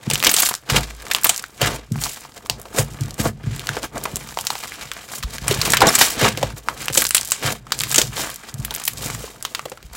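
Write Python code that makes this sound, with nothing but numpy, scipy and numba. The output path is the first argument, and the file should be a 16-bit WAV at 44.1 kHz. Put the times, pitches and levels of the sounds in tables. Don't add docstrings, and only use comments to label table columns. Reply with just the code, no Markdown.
import sys
import numpy as np
from scipy import signal
from scipy.fft import rfft, irfft
from scipy.io import wavfile
from scipy.ndimage import uniform_filter1d
from numba import njit

SR = 44100
rng = np.random.default_rng(int(sys.argv[2]) if len(sys.argv) > 2 else 0)


def bounce(signal):
    frames = np.transpose(np.atleast_2d(signal))
    limited = np.clip(frames, -1, 1)
    pcm = np.round(limited * 32767).astype(np.int16)
    wavfile.write(sys.argv[1], SR, pcm)


N = 439236

# start_s, level_db (peak of the upper modes),
# lowest_mode_db (relative to level_db), ring_factor (on each mode's ring time, at least 0.1 is used
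LANDINGS = [(0.07, -12.5, -29, 0.3), (0.125, -18.5, -26, 0.4), (0.711, -12.5, -9, 1.14),
            (1.617, -13.5, -15.5, 1), (1.909, -11.5, -23, 0.3), (2.499, -27.5, -12, 1),
            (2.786, -10, -27, 0.9), (3.004, -13.5, -22, 1), (3.194, -9, -20, 0.26), (3.251, -14, -17, 1),
            (3.435, -23, -20, 0.6), (3.463, -12, -13, 0.65), (3.69, -22, -23, 1), (4.129, -19.5, -13, 0.16),
            (5.238, -29.5, 16, 0.02), (5.41, -22, -7, 0.2), (5.488, -17.5, -10, 0.74),
            (5.584, -14.5, -20, 0.1), (5.696, -19.5, -22, 0.1), (6.222, -10, -25, 1),
            (6.427, -16.5, -17, 1), (6.529, -24, -23, 0.4), (6.898, -23, -16, 0.5), (7.44, -17, -17, 0.93),
            (8.03, -22.5, -33, 0.9), (8.535, -23.5, -27, 1), (8.587, -18.5, -12, 0.57),
            (8.995, -29, -22, 0.7), (9.044, -26, -22, 0.6), (9.84, -40, 9.5, 0.13),
            (9.909, -44, 12.5, 0.05)]
ROOM_T60_S = 0.17


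def undb(db):
    return 10 ** (np.asarray(db) / 20)


def unit(x):
    return x / np.sqrt(np.mean(x ** 2))


def fade(t, t60):
    return np.exp(-np.log(1000) * t / t60)


def band(x, hz, sharp):
    centre_hz = min(hz, .42 * SR)
    b, a = signal.iirpeak(centre_hz, max(sharp, .3), fs=SR)
    return signal.lfilter(b, a, x)


def add(out, start_s, x):
    i = max(int(start_s * SR), 0)
    out[i:i + len(x)] += x[:N - i]


def walk(rate):
    hold = int(SR / rate)
    levels = np.repeat(rng.standard_normal(N // hold + 1), hold)
    return uniform_filter1d(levels, hold // 2 + 1)[:N]


def hump(t, peak_s, swell_s, fade_s):
    early = t < peak_s
    distance = np.abs((t - peak_s) / np.where(early, swell_s, fade_s))
    roundness = np.where(early, 1.15, 1.393)
    return undb(-2 * 30 * distance ** roundness)


def hiss():
    # (per Hz, relative)
    hiss_spectrum = [(30, 18.5), (120, 12.5), (400, -30), (1000, -24), (4000, -45), (9000, -27),
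                     (16000, -47)]
    hz, db = np.transpose(hiss_spectrum)
    bins_hz = np.arange(N // 2 + 1) * SR / N
    shape = undb(np.interp(np.log(bins_hz + 1), np.log(hz), db))
    noise = irfft(rfft(rng.standard_normal(N)) * shape, N)
    return unit(noise) * undb(-53)


def pressure(t):
    # time_s, rumble_db
    hand_pressure = [(0.0, -59), (1.1, -48), (2.3, -59), (3.5, -52.5), (4.15, -40.5), (4.9, -54.5),
                     (5.57, -32.5), (6.1, -38), (6.64, -45), (7.1, -47), (7.87, -40), (8.23, -42),
                     (8.41, -53), (8.93, -45), (9.05, -36), (9.39, -53.5), (9.96, -46)]
    lean_db, late_s, swell_s, fade_s = -16.5, 0.054, 0.11, 0.21
    power = undb(2 * np.interp(t, *np.transpose(hand_pressure)))
    for start_s, level_db, *_ in LANDINGS:
        power = power + undb(2 * (level_db + lean_db)) * hump(t, start_s + late_s, swell_s, fade_s)
    return 10 * np.log10(power)


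def table(rumble_db):
    # frequency_hz, level_db (relative), t60_s (at ring factor 1)
    table_modes = [(54.42, -2, 0.95), (105.6, 4, 0.24), (140.7, 8, 0.19), (217.4, -1.5, 0.28),
                   (287, -5, 0.11), (430, -6, 0.047)]
    push_s, push_unevenness = 0.0067, 1
    blows, t = np.zeros(N), np.arange(SR // 3) / SR

    def modes(ring_factor):
        return [(-1) ** k * undb(db) * np.sin(2 * np.pi * hz * t) * fade(t, t60 * max(ring_factor, .1))
                for k, (hz, db, t60) in enumerate(table_modes)]

    for start_s, level_db, lowest_db, ring_factor in LANDINGS:
        lowest, *upper = modes(ring_factor)
        uneven = unit(uniform_filter1d(rng.standard_normal(2048), size=40))[:int(push_s * SR)]
        push = np.hanning(len(uneven)) * (1 + push_unevenness * uneven)
        blow = signal.fftconvolve(sum(upper), push)
        boom = signal.fftconvolve(lowest, push)
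        landing = blow / np.abs(blow).max() + undb(lowest_db) * boom / np.abs(boom).max()
        add(blows, start_s, undb(level_db) * landing)

    lowest, *upper = modes(0.65)
    unsteady_force = rng.standard_normal(N) * undb(4.0 * walk(9))
    response = undb(-1.5) * lowest + sum(upper)
    rumble = signal.fftconvolve(unsteady_force, response)[:N]
    return blows + unit(rumble) * undb(rumble_db)


def squeaks():
    # start_s, length_s, start_hz, end_hz, level_db
    squeak_list = [(5.817, 0.044, 1000, 760, -10.5), (5.879, 0.012, 3880, 3620, -11.5),
                   (5.888, 0.011, 5700, 5000, -10.5)]
    wobble_at_1khz = .13
    out = np.zeros(N)
    for start_s, length_s, start_hz, end_hz, level_db in squeak_list:
        part = np.arange(int(length_s * SR)) / (length_s * SR)
        flutter = unit(uniform_filter1d(rng.standard_normal(4096), size=90))[:len(part)]
        glide_hz = start_hz + (end_hz - start_hz) * part
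        hz = glide_hz * (1 + wobble_at_1khz * 1000 / start_hz * flutter)
        turn = 2 * np.pi * np.cumsum(hz) / SR
        tone = np.sin(turn) + 0.7 * np.sin(2 * turn)
        envelope = np.sqrt(np.sin(np.pi * part ** 0.23))
        add(out, start_s, undb(level_db) * envelope * tone)
    return out


def snaps():
    # start_s, peak_db
    thread_snaps = [(0.1454, -4), (0.1785, -9), (0.1964, -9), (0.3044, -1), (0.3651, 7), (0.4738, 0),
                    (0.5514, -7), (0.8084, -12), (0.9492, -28), (0.966, -27), (1.0211, -21), (1.0535, -23),
                    (1.0833, -20), (1.1354, -5), (1.1638, -6), (1.2142, -14), (1.2214, -19), (1.2348, -1),
                    (1.3454, -13), (1.3623, -8), (1.3714, -11), (1.3786, -6), (1.3954, -11),
                    (1.4252, -14.5), (1.4621, -27), (1.483, -29), (1.921, -17), (2.0154, -11), (2.025, -9),
                    (2.038, -2), (2.0984, -20), (2.135, -17), (2.146, -25), (2.3785, -22), (2.4684, -23),
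                    (2.5987, -21), (2.616, -15.5), (2.6294, -27), (2.9756, -37), (3.0094, -15.5),
                    (3.036, -18), (3.059, -22), (3.0809, -29), (3.108, -15.5), (3.1425, -18.5),
                    (3.5625, -15), (3.9799, -13), (4.0387, -4.5), (4.1579, -4), (4.411, -8.5),
                    (4.4512, -12), (4.5164, -24), (4.5326, -15), (4.5895, -16), (4.6944, -21),
                    (4.7257, -25), (4.9355, -17), (5.5464, -12), (5.6577, -8), (5.7034, 3), (5.7203, 4),
                    (5.745, 1), (6.2881, -6), (6.796, -22), (6.8194, -15), (6.8573, -9), (6.8884, -21),
                    (6.9034, -19), (6.9274, -9), (6.9326, -8), (6.9424, -4), (6.9474, -3), (6.9506, 1),
                    (6.9584, -1), (7.0054, -4), (7.0414, -1), (7.0564, -6), (7.0675, 1), (7.0847, -11),
                    (7.091, -1), (7.212, -4), (7.2314, -13), (7.249, -10), (7.255, -10), (7.275, -9),
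                    (7.2804, -17), (7.2874, -12), (7.303, -12), (7.3093, -4), (7.7834, -18), (7.79, -5),
                    (7.8014, -6), (7.817, -5), (7.8954, -9), (7.9054, -9), (7.9149, -1), (7.928, -1),
                    (8.301, -11), (8.3429, -14), (8.3599, -12), (8.5415, -15.5), (8.6009, -22),
                    (8.7498, -5.5), (8.8387, -11), (8.853, 1), (8.8664, -9), (8.9344, -12.5), (9.426, -7),
                    (9.698, -18), (9.9322, -19)]
    # lowest_hz, highest_hz
    snap_range = (5000, 12200)
    rustle_db, rustle_t60_s = -22, .028
    out, t = np.zeros(N), np.arange(2048) / SR
    for start_s, peak_db in thread_snaps:
        hz = rng.uniform(*snap_range)
        click = undb(rustle_db) * rng.standard_normal(len(t)) * fade(t, rustle_t60_s)
        click[0] -= 1
        click = band(click, hz, 1.3)
        add(out, start_s, undb(peak_db) * click / np.abs(click).max())
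    return out


@njit
def ring(start, hz, half_turns, size, n, sr):
    out = np.zeros(n)
    for g in range(len(start)):
        step = np.exp((2j * np.pi - 2 / half_turns) * hz[g] / sr)
        z, i = 1 + 0j, start[g]
        while i < n and abs(z) > .003:
            out[i] += size[g] * z.imag
            z, i = z * step, i + 1
    return out


def grains(family, bunch_db, bunch_rate):
    rate, lo_hz, hi_hz, half_turns, spread_db, most_db = family
    when, pitch, loudness, sign = rng.random((4, int(rate * N / SR)))
    size_db = np.minimum(-spread_db * np.log(1 - loudness), most_db)
    size = np.sign(sign - .5) * undb(size_db)
    start = (when * N).astype(np.int64)
    hz = lo_hz * (hi_hz / lo_hz) ** pitch
    swarm = ring(start, hz, 1. * half_turns, size, N, 1. * SR)
    return unit(swarm * undb(bunch_db * walk(bunch_rate)))


def peeling():
    peels_per_s, peel_t60_s, rest = 70, .035, .12
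    starts = (rng.random(N) < peels_per_s / SR) * rng.random(N)
    return rest + signal.lfilter([1], [1, -fade(1 / SR, peel_t60_s)], starts)


def effort(t):
    # time_s, fizz_db, squelch_db, fine_minus_coarse_db
    stretching = [(0.0, -90, -72, 0), (.91, -58, -62, -4), (1.0, -47, -47, -9), (1.44, -43, -54, -2),
                  (1.51, -71, -67, -2), (1.848, -59, -63, -8), (2.55, -54.5, -46.5, 19),
                  (3.02, -47.5, -44.5, 0), (3.37, -62, -50.5, -1), (3.47, -41.5, -47, -13),
                  (3.8, -44, -54, 7), (3.91, -63, -57, 3), (4.054, -41.5, -37, 0), (4.307, -43, -49.5, 14),
                  (4.518, -38.5, -50, 7), (4.8, -40.5, -49.5, -5), (5.084, -46.5, -53, -3),
                  (6.62, -70, -58, 0), (7.39, -41, -57, -1), (7.6, -77, -58, -1), (7.731, -43, -41, 3),
                  (7.922, -28.5, -48, 12), (8.1, -64, -74, 0), (8.57, -51.5, -45.5, 15),
                  (8.754, -41, -44.5, -8), (8.892, -40, -75, 12), (9.0, -65, -57, 15), (9.562, -50, -49, 9),
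                  (9.96, -60, -59, -4)]
    # peak_s, fizz_db, squelch_db, fine_minus_coarse_db, swell_s, fade_s
    squish_list = [(0.116, -38, -36, -10, 0.18, 0.63), (0.264, -41, -23.5, -6, 0.039, 0.09),
                   (0.451, -21.5, -55, 18, 0.39, 0.15), (0.704, -23, -28.5, -5, 0.033, 0.24),
                   (0.758, -21, -17, -6, 0.081, 0.069), (1.124, -39, -37, 3, 0.22, 0.16),
                   (1.256, -22.5, -50, 17, 0.028, 0.099), (1.627, -23, -21.5, -13, 0.049, 0.21),
                   (1.762, -33.5, -35, 11, 0.34, 0.0084), (2.038, -30, -43, 16.5, 0.13, 0.29),
                   (2.369, -41.5, -39.5, 8, 0.04, 0.04), (2.788, -20, -19, 17, 0.063, 0.065),
                   (3.203, -25.5, -28, 6, 0.04, 0.04), (3.257, -23.5, -17.5, 33, 0.057, 0.058),
                   (3.708, -37, -36.5, -8, 0.13, .25), (3.844, -29, -25, 4, 0.036, 0.03),
                   (3.965, -35, -29, 12, 0.06, 0.067), (5.185, -32.5, -41, 25, 0.22, 0.03),
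                   (5.341, -35.5, -38, 1, 0.15, 0.062), (5.529, -26.5, -32.5, -3, 0.19, 0.15),
                   (5.68, -24.5, -24.5, 1, 0.17, 0.14), (5.83, -20, -9, -13, 0.046, 0.14),
                   (6.015, -15.5, -32, 8.5, 0.22, 0.18), (6.246, -15.5, -14.5, -8, 0.13, 0.1),
                   (6.441, -36, -36.5, -6.5, 0.36, 0.15), (6.581, -39, -38.5, 15, 0.052, 0.032),
                   (6.701, -42, -36.5, 11, 0.12, 0.15), (6.806, -33.5, -38.5, -2, 0.09, 0.2),
                   (6.987, -19, -31.5, 35, 0.074, 0.11), (7.165, -35, -51, 11, 0.069, 0.31),
                   (7.442, -23, -24, -3, 0.054, 0.15), (7.525, -28.5, -26, 23, 0.1, 0.019),
                   (7.977, -21.5, -29.5, 7, 0.057, 0.13), (8.2, -25, -30.5, 2.5, 0.12, 0.19),
                   (8.495, -35.5, -47, -4, 0.11, 0.022), (9.047, -32, -35.5, 8.5, 0.24, 0.46),
                   (9.447, -47.5, -55, 11, 0.07, 0.26), (9.955, -36.5, -60, 6, 0.051, .1)]
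    times_s, *columns = np.transpose(stretching)
    fizz_db, squelch_db, fine_db = (np.interp(t, times_s, c) for c in columns)
    fizz_power, squelch_power = undb(2 * fizz_db), undb(2 * squelch_db)
    weighted_fine = fizz_power * fine_db
    for peak_s, fizz_db, squelch_db, fine_db, swell_s, fade_s in squish_list:
        shape = hump(t, peak_s, swell_s, fade_s)
        squish_fizz = undb(2 * fizz_db) * shape
        fizz_power = fizz_power + squish_fizz
        squelch_power = squelch_power + undb(2 * squelch_db) * shape
        weighted_fine = weighted_fine + squish_fizz * fine_db
    return 10 * np.log10(fizz_power), 10 * np.log10(squelch_power), weighted_fine / fizz_power


def kneading(fizz_db, squelch_db, fine_db):
    # rate_per_s, lowest_hz, highest_hz, decay_half_turns (to 1 / e),
    # spread_db (mean size over the smallest before the cap), largest_db (cap over the smallest)
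    fizz_family = (11000, 1640, 19000, 1.17, 3.3, 22)
    tick_family = (1600, 900, 14000, 2.2, 3.6, 14)
    squelch_family = (3600, 340, 2800, 1.3, 3.5, 14)
    swarm = grains(fizz_family, 3.8, 100)
    coarse = unit(signal.lfilter(*signal.butter(2, 6000, "low", fs=SR), swarm))
    fine = unit(signal.lfilter(*signal.butter(2, 6000, "high", fs=SR), swarm))
    fizz = (coarse - undb(fine_db) * fine) / np.sqrt(1 + undb(2 * fine_db))
    squelch = grains(squelch_family, 3.0, 70)
    ticks = unit(peeling() * grains(tick_family, 2, 25))
    tick_db = .9 * fizz_db - 5
    return undb(fizz_db) * fizz + undb(squelch_db) * squelch + undb(tick_db) * ticks


def space(x):
    t = np.arange(SR // 4) / SR
    far = rng.standard_normal(len(t)) * fade(t, ROOM_T60_S / 2) * (t > .001)
    return x + undb(-9) * signal.fftconvolve(x, far / np.linalg.norm(far))[:N]


def pops():
    # start_s, peak_db, film_pitch_hz, cavity_minus_film_db, cavity_pitch_hz,
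    # tearing_minus_snap_db (tearing against the quick noise burst of the snap)
    bubbles = [(0.101, 0.5, 7300, -9, 850, -13), (0.112, 0.5, 2840, -11, 554, -15),
               (0.135, 1, 8000, -12, 380, -12), (0.156, 4, 3700, -26, 1490, -30),
               (0.202, -7, 3580, -14, 1090, -32), (0.227, 4, 2500, -7, 1270, -21),
               (0.238, 7, 2030, -17.5, 1250, -21.5), (0.246, 2.5, 5700, -33, 1010, 5),
               (0.26, 2, 2210, -20, 1520, -23), (0.267, 8, 3030, -28, 1290, 13),
               (0.293, 3.5, 5700, -31, 1220, -1), (0.314, -0.5, 13500, -27, 1200, -2),
               (0.34, 8, 8700, -18, 392, -9), (0.384, -5, 3760, -12, 794, 19),
               (0.401, 7.5, 12700, -26, 1200, -8), (0.421, -2, 7960, -38, 1490, 7),
               (0.489, 0.5, 10740, -12, 1500, -4), (0.54, -3.5, 4700, -2, 1590, -35),
               (0.699, -4, 3000, -9, 1290, 16), (1.067, -15.5, 1910, 4, 1200, -18),
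               (1.113, -1.5, 1980, -26, 1670, 1), (1.148, 7.5, 2920, -12, 1220, -35),
               (1.185, -10, 3100, 2, 1195, -19), (1.244, 8, 13400, -39, 1660, 1),
               (1.268, 1, 8000, -24, 1200, -8), (1.293, 11.5, 7700, -16, 870, -12.5),
               (1.44, -14, 1800, 14, 1480, -25), (1.615, -2.5, 2720, -2, 543, -5),
               (1.958, -18, 1800, 10, 849, -25), (2.461, -15, 1900, 0, 1200, -20),
               (2.498, 4.5, 4700, -8.5, 880, -21), (2.655, -23.5, 1950, 27, 600, -10),
               (2.786, 0, 7100, 5, 487, -15), (3.595, -8, 2200, -9, 390, -28),
               (3.671, -4, 2970, -30, 1700, -36), (3.691, -0.5, 2800, 6, 1690, -28),
               (3.768, -11, 2090, 36, 536, -9), (3.831, -10, 6100, -8, 584, -17),
               (4.054, -11, 2000, 17, 880, -1), (4.168, -6, 7900, -8, 870, -17),
               (4.373, -8.5, 1900, 15, 890, -20), (4.388, -9.5, 3020, -1, 930, -28),
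               (4.469, 0, 6100, -27, 950, -15), (4.504, -0.5, 4070, 1.5, 890, -16),
               (4.554, -11.5, 2060, 4, 900, -14), (4.637, -12.5, 2220, -4, 890, -16),
               (4.916, -8.5, 2600, 1, 1480, -15), (5.227, -16, 1770, -24, 1660, 3),
               (5.235, -10.5, 3870, -5, 1200, -5), (5.383, -7.5, 1900, -25, 1690, -16.5),
               (5.481, 8.5, 8400, -40, 860, -22), (5.511, -1.5, 3280, 3, 405, -8.5),
               (5.615, -0.5, 4770, -16, 1340, -0.5), (5.735, 12, 1810, 3, 1530, -21.5),
               (5.77, 10.5, 3040, -19, 1250, -8.5), (5.806, 0, 4800, -7, 865, -4),
               (5.818, 11, 1900, 20, 900, -1), (5.869, -2, 5800, -20, 900, 12),
               (5.952, 8.5, 7450, -19, 1320, -1), (5.987, -0.5, 11600, -33, 1650, -2),
               (6.012, 15, 1570, -8.5, 900, 3), (6.374, -11, 2020, 2, 500, -10),
               (6.429, -2.5, 2940, 11, 626, -7), (6.686, -0.5, 1800, 29, 1140, -20),
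               (6.883, 5, 2750, -7, 1690, -46), (6.901, -12, 1800, 23, 520, -20),
               (6.974, 7.5, 7500, -9, 435, 7), (7.02, 2.5, 11400, -12, 1610, -8),
               (7.052, 3, 4350, -8, 1670, -21), (7.108, 7.5, 8800, -34, 1680, -30),
               (7.147, 13, 9000, -29, 1310, -8.5), (7.167, 3, 8100, -38, 965, -5),
               (7.18, 1.5, 3700, -37, 390, -18), (7.319, 15, 7460, -29, 1270, -25),
               (7.668, -25, 1810, 12, 1240, -9), (7.721, 4.5, 4160, -14, 1590, -13.5),
               (7.807, 3, 4200, -52, 390, -47), (7.836, 4.5, 3700, -44, 1690, -26),
               (7.944, -0.5, 7200, -37, 1370, 7), (7.959, 6, 7000, -43, 390, -10),
               (7.981, 11, 6000, -9.5, 447, -4), (8.016, 7, 5850, -19, 580, -14),
               (8.649, -5.5, 12800, -25, 440, -10), (8.708, -8.5, 3230, -7, 880, -7),
               (8.74, -14, 13000, -27, 1690, -1), (8.762, -6, 14100, -24, 660, -11),
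               (8.799, -14, 7300, -9, 1290, -7), (8.818, -15.5, 1800, -27, 1630, -5),
               (8.878, -1, 13000, -47, 1670, -2.5), (9.24, -20.5, 2000, 14, 430, -2),
               (9.451, -4.5, 3350, -11, 1340, -12), (9.549, -3.5, 3070, -7.5, 1350, -9),
               (9.594, -12, 1890, 10, 1240, -21), (9.655, -17, 1790, 8, 490, 4),
               (9.718, -20.5, 2130, 14, 546, 3), (9.774, -27.5, 1900, 7, 1240, -4),
               (9.828, -21, 1910, -4, 390, -11)]
    room_db, room_top_hz = -15, 8500
    out, t = np.zeros(N), np.arange(8192) / SR
    for start_s, peak_db, film_hz, cavity_db, cavity_hz, tear_db in bubbles:
        tear_noise, room_noise = rng.standard_normal((2, len(t)))
        tearing = undb(tear_db) * fade(np.maximum(t - .004, 0), 0.024)
        tear = tear_noise * (fade(t, 0.0058) + tearing)
        tear[0] -= 4

        dull = signal.lfilter(*signal.butter(1, room_top_hz, fs=SR), room_noise)
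        tail = dull * fade(t, ROOM_T60_S) * np.minimum(t / 0.00031, 1)
        air = tear + undb(room_db) * np.linalg.norm(tear) * tail / np.linalg.norm(tail)

        film = band(air, film_hz, 3.06)
        film = film + 0.2 * np.diff(air, prepend=0)
        film = film + 0.75 * band(air, 3100, 0.91)
        cavity = band(air, cavity_hz, 3.1)
        pop = film / np.linalg.norm(film) + undb(cavity_db) * cavity / np.linalg.norm(cavity)
        add(out, start_s, undb(peak_db) * pop / np.abs(pop).max())
    return out


def scene():
    t = np.arange(N) / SR
    control_s = np.arange(0, N / SR, 1 / 1000)
    rumble_db = np.interp(t, control_s, pressure(control_s))
    slime = kneading(*(np.interp(t, control_s, c) for c in effort(control_s)))
    mix = hiss() + table(rumble_db) + squeaks() + snaps() + space(slime) + pops()
    return mix[None]


def record(dry):
    bright = dry + undb(-5.5) * band(dry, 7500, 6.8)
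    ceiling = .74
    clipped = bright / (1 + (bright / ceiling) ** 4) ** .25
    coupled = signal.lfilter(*signal.butter(3, 38, "high", fs=SR), clipped)
    top_cut = signal.ellip(10, .2, 70, 16000, fs=SR, output="sos")
    return signal.sosfilt(top_cut, coupled)


dry = scene()
out = record(dry)
bounce(out)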